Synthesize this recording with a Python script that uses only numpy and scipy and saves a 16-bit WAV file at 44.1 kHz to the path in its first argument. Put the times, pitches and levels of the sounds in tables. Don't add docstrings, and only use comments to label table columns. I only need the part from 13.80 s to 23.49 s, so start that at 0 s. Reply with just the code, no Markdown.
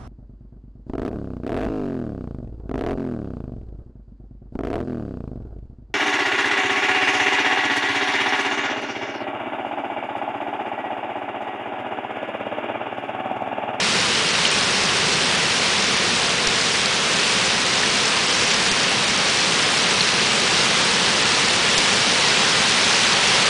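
import sys
import numpy as np
from scipy import signal
from scipy.fft import rfft, irfft, next_fast_len
from scipy.io import wavfile

SR = 44100
rng = np.random.default_rng(int(sys.argv[2]) if len(sys.argv) > 2 else 0)


def volts(x):
    e = np.asarray(x, float) / 20
    return 10 ** e


def transcribe(u):
    v = np.clip(np.atleast_2d(u).T, -1, 1)
    q = np.round(v * 32767).astype(np.int16)
    wavfile.write(sys.argv[1], SR, q)


N = 427329


def rms_one(x):
    return x / np.sqrt(np.mean(x ** 2) + 1e-20)


def in_time(rows):
    s, *columns = np.transpose(rows)
    return [np.interp(np.arange(N) / SR, s, c) for c in columns]


def bells(rows):
    t = np.arange(N) / SR
    return sum(extra_db * np.exp(-0.5 * ((t - s) / half_s) ** 2) for s, extra_db, half_s in rows)


def drift(rate_hz):
    r = np.exp(-80 * np.pi * rate_hz / SR)
    noise = rng.standard_normal(N // 40 + 2002)
    slow = signal.lfilter([1], [1, -2 * r, r * r], noise)[2000:]
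    return np.interp(np.arange(N) / 40, np.arange(len(slow)), rms_one(slow))


def ring(clicks, hz, t60_s):
    r = volts(-60 / (t60_s * SR))
    w = 2 * np.pi * hz / SR
    return signal.lfilter([0, np.sin(w)], [1, -2 * r * np.cos(w), r * r], clicks + 1e-18)


def far_rain(rumble_db, hiss_db, spray_db, gust_db, patch_db):
    # pitch_hz, density_db_per_hz
    colour_curve = [(25, -36.5), (70, -13), (195, 0), (298, -7), (410, -2), (520, -3), (615, -7.5),
                    (1020, -5.5), (1190, -6), (2700, -4.5), (4200, -7), (5600, -8), (6800, -13.5),
                    (10200, -19.5)]
    rumble_top_hz, spray_from_hz, lowest_hz = 700, 4500, 44
    size = next_fast_len(N)
    hz = np.maximum(np.arange(size // 2 + 1) * SR / size, 1)
    points = np.array(colour_curve)
    colour_db = np.interp(np.log(hz), np.log(points[:, 0]), points[:, 1])
    white = rfft(rng.standard_normal(size)) * volts(colour_db)
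    place = np.clip(2 * np.log2(hz / lowest_hz), 0, 16)
    gust = drift(3.0)
    layers = np.zeros((3, N))
    for k in range(17):
        share = np.cos(np.pi / 2 * np.clip(place - k, -1, 1)) ** 2
        centre_hz = lowest_hz * 2 ** (k / 2)
        treble = np.clip(centre_hz / 8000, 0.15, 1)
        flicker = volts(treble * (gust_db * gust + patch_db * drift(8.0)))
        layer = int(centre_hz > rumble_top_hz) + int(centre_hz > spray_from_hz)
        layers[layer] += flicker * irfft(white * share, size)[:N]
    return sum(volts(db) * rms_one(x) for db, x in zip((rumble_db, hiss_db, spray_db), layers))


def near_drops(level_db, per_s, spread_db, smacks_db):
    sizes = volts(spread_db * np.minimum(rng.exponential(1, N), 3.5)) * rng.choice([-1, 1], N)
    born = sizes * (rng.random(N) < per_s * volts(4.0 * drift(5.0)) / SR)
    pitches_hz = np.geomspace(2600, 9600, 20)
    dealt = rng.integers(0, 20, N)
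    rings = np.zeros(N)
    for k, hz in enumerate(pitches_hz):
        pitch_db = -3.5 * np.log2(hz / 4200) ** 2
        rings += ring(born * (dealt == k), hz, 12.0 / hz) * volts(pitch_db)
    smacks = ring(ring(born, 5200, 0.0012), 7500, 0.0006)
    return volts(level_db) * (rms_one(rings) + volts(smacks_db) * rms_one(smacks))


def ticks():
    # start_s, peak_db, pitch_hz, width_hz
    tick_events = [(.7148, -10, 8600, 1300), (1.550, -15, 8100, 800), (1.6388, -9, 7500, 4000),
                   (2.1728, -16, 8250, 500), (2.3528, -10, 7100, 2000), (3.1445, -11, 7000, 3000),
                   (3.6598, -11, 7200, 1000), (4.1698, -11, 7500, 3000), (4.4678, -14, 9600, 1200),
                   (5.8848, -18, 9700, 500), (6.1108, -11, 7100, 1000), (6.6028, -17, 8750, 600),
                   (7.0508, -11, 9000, 2000), (7.4160, -12, 8800, 2000), (8.8966, -10, 8800, 3000),
                   (9.0500, -13, 8400, 1500)]
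    out = np.zeros(N)
    for s, peak_db, hz, width_hz in tick_events:
        at = round(s * SR)
        t60_s = np.log(1000) / (np.pi * width_hz)
        out[at:at + 800] += volts(peak_db) * ring(np.arange(800) == 0, hz, t60_s)
    return out


def bubble(t, peak_db, hz, t60_s):
    climb_per_s2 = 1650
    fade = (1 - np.exp(-t / 0.00026)) * volts(-60 * t / t60_s)
    cycles = hz * (t + climb_per_s2 * t60_s * t ** 2 / 2)
    return volts(peak_db) * fade * np.sin(2 * np.pi * cycles), fade


def drips(spatter_db, thump_s):
    # start_s, smack_db, pitch_hz, bubble_t60_s
    splat_events = [
        (2.6723, -4.5, 5350, .018),
        (3.0585, -5, 4600, .012),
        (4.9153, -4, 5400, .007),
        (7.9795, -4.5, 4600, .021),
    ]
    # start_s, peak_db, pitch_hz, t60_s
    plop_events = [(.552, -8, 2600, .011), (.6518, -5, 2780, .024), (.950, -14.5, 4250, .016),
                   (1.09, -10, 3020, .014), (1.330, -14.5, 4380, .016), (3.1646, -14, 3750, .010),
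                   (3.3995, -14, 4330, .010), (4.0334, -8, 1730, .012), (4.3745, -12, 4750, .010),
                   (4.4075, -8, 4300, .010), (5.9745, -9, 5460, .008), (6.2078, 0., 4200, .007),
                   (6.2113, -8, 4150, .009), (7.1528, -12, 3450, .013), (8.4375, -9, 5200, .010),
                   (8.65, -11, 5200, .010), (9.2665, -12, 5750, .010)]
    # start_s, peak_db
    thump_events = [
        (2.6721, -27),
        (4.9151, -32),
        (7.9794, -31.5),
    ]
    bubble_under_smack_db, smack_rise_s = 8.0, 0.00023
    out = np.zeros(N + SR)
    t = np.arange(SR // 16) / SR
    bright = signal.butter(2, [4000, 7500], "band", fs=SR, output="sos")
    noise = signal.sosfilt(bright, rng.standard_normal((len(splat_events), len(t))))
    swell = t / smack_rise_s * np.exp(1 - t / smack_rise_s)
    for (s, smack_db, hz, t60_s), spatter in zip(splat_events, noise):
        at = round(s * SR)
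        tone, fade = bubble(t, smack_db - bubble_under_smack_db, hz, t60_s)
        partials = ((0.7, 1.02), (0.45, 1.27), (0.2, 1.78))
        crack = swell * sum(share * np.sin(2 * np.pi * ratio * hz * t) for share, ratio in partials)
        out[at:at + len(t)] += tone + volts(smack_db) * (crack + volts(spatter_db) * fade * spatter)
    for s, peak_db, hz, t60_s in plop_events:
        at = round(s * SR)
        out[at:at + len(t)] += bubble(t, peak_db, hz, t60_s)[0]
    for s, peak_db in thump_events:
        at = round(s * SR)
        out[at:at + len(t)] += volts(peak_db) * t / thump_s * np.exp(1 - t / thump_s)
    return out[:N]


def scene():
    # time_s, hiss_db
    rain_curve = [(0.0, -20.5), (1.72, -20.5), (2.53, -21), (5.88, -20), (8.96, -18.5), (9.69, -18)]
    # centre_s, extra_db, half_length_s
    swell_events = [
        (1.32, 2, .15),
        (2.2, 1.5, .12),
        (6.9, 1, 0.72),
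    ]
    # centre_s, extra_db, half_length_s
    flurry_events = [
        (1.0, 2.5, 0.06),
        (1.39, -0.5, 0.083),
        (4.47, 3, .13),
    ]
    rain_db, = in_time(rain_curve)
    swing_db = rain_db - rain_db.mean()
    rumble_db = -29.5 + 0.5 * swing_db + bells(swell_events)
    hiss_db = -20.5 + swing_db
    spray_db = -26.5 + 0.9 * swing_db
    street = far_rain(rumble_db, hiss_db, spray_db, gust_db=0.4, patch_db=0.6)
    patter_db = spray_db + bells(flurry_events) - 7.0
    patter = near_drops(patter_db, per_s=350.0, spread_db=4.1, smacks_db=-3.0)
    close = drips(spatter_db=-2.0, thump_s=0.004) + volts(2.8) * ticks()
    return np.tile(street + patter + close, (2, 1))


def subband_basis(count):
    n = np.arange(512) - 255.5
    f = np.linspace(0, 1, 400)[:, None]
    response = np.cos(np.pi / 4 * (1 - np.cos(np.pi * f)))
    shape = (response * np.cos(np.pi * f * n / 32)).sum(0)
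    k = np.arange(count)[:, None]
    basis = shape * np.cos(np.pi * (2 * k + 1) * n / 64 + np.pi / 4 * (-1) ** k)
    return basis / np.linalg.norm(basis, axis=1, keepdims=True)


def camera_quantiser(x):
    band_levels = [63, 31, 31, 15, 15, 9, 9, 7, 7, 5] + [3] * 10
    lead_in, full_scale = 244 + 39 * 32, 0.7
    low = signal.resample_poly(x, 320, 441)
    frames = len(low) // 1152 + 3
    span = frames * 1152
    padded = np.pad(low, (lead_in, span + 512 - lead_in - len(low)))
    levels = np.array(band_levels)
    basis = subband_basis(len(levels))
    bands = np.lib.stride_tricks.sliding_window_view(padded, 512)[:span:32] @ basis.T
    bands = bands.reshape(frames, 36, -1)
    peak = np.abs(bands).max(1, keepdims=True) + 1e-9
    scale = 2 ** (np.ceil(3 * np.log2(peak)) / 3)
    step = 2.07 * scale / levels
    rounded = np.clip(np.round(bands / step), -(levels // 2), levels // 2) * step
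    pieces = rounded.reshape(-1, len(levels)) @ basis
    out = np.zeros(len(padded))
    for k in range(16):
        out[32 * k:32 * k + span] += pieces[:, 32 * k:32 * k + 32].ravel()
    played = np.clip(out[lead_in:lead_in + len(low)], -full_scale, full_scale)
    return signal.resample_poly(played, 441, 320)[:N]


def roll_off(x):
    return signal.sosfilt(signal.butter(12, 10770, fs=SR, output="sos"), x)


def record(dry):
    mix = np.tile(camera_quantiser(dry[0]), (2, 1))
    return roll_off(mix)


dry = scene()
out = record(dry)
transcribe(out)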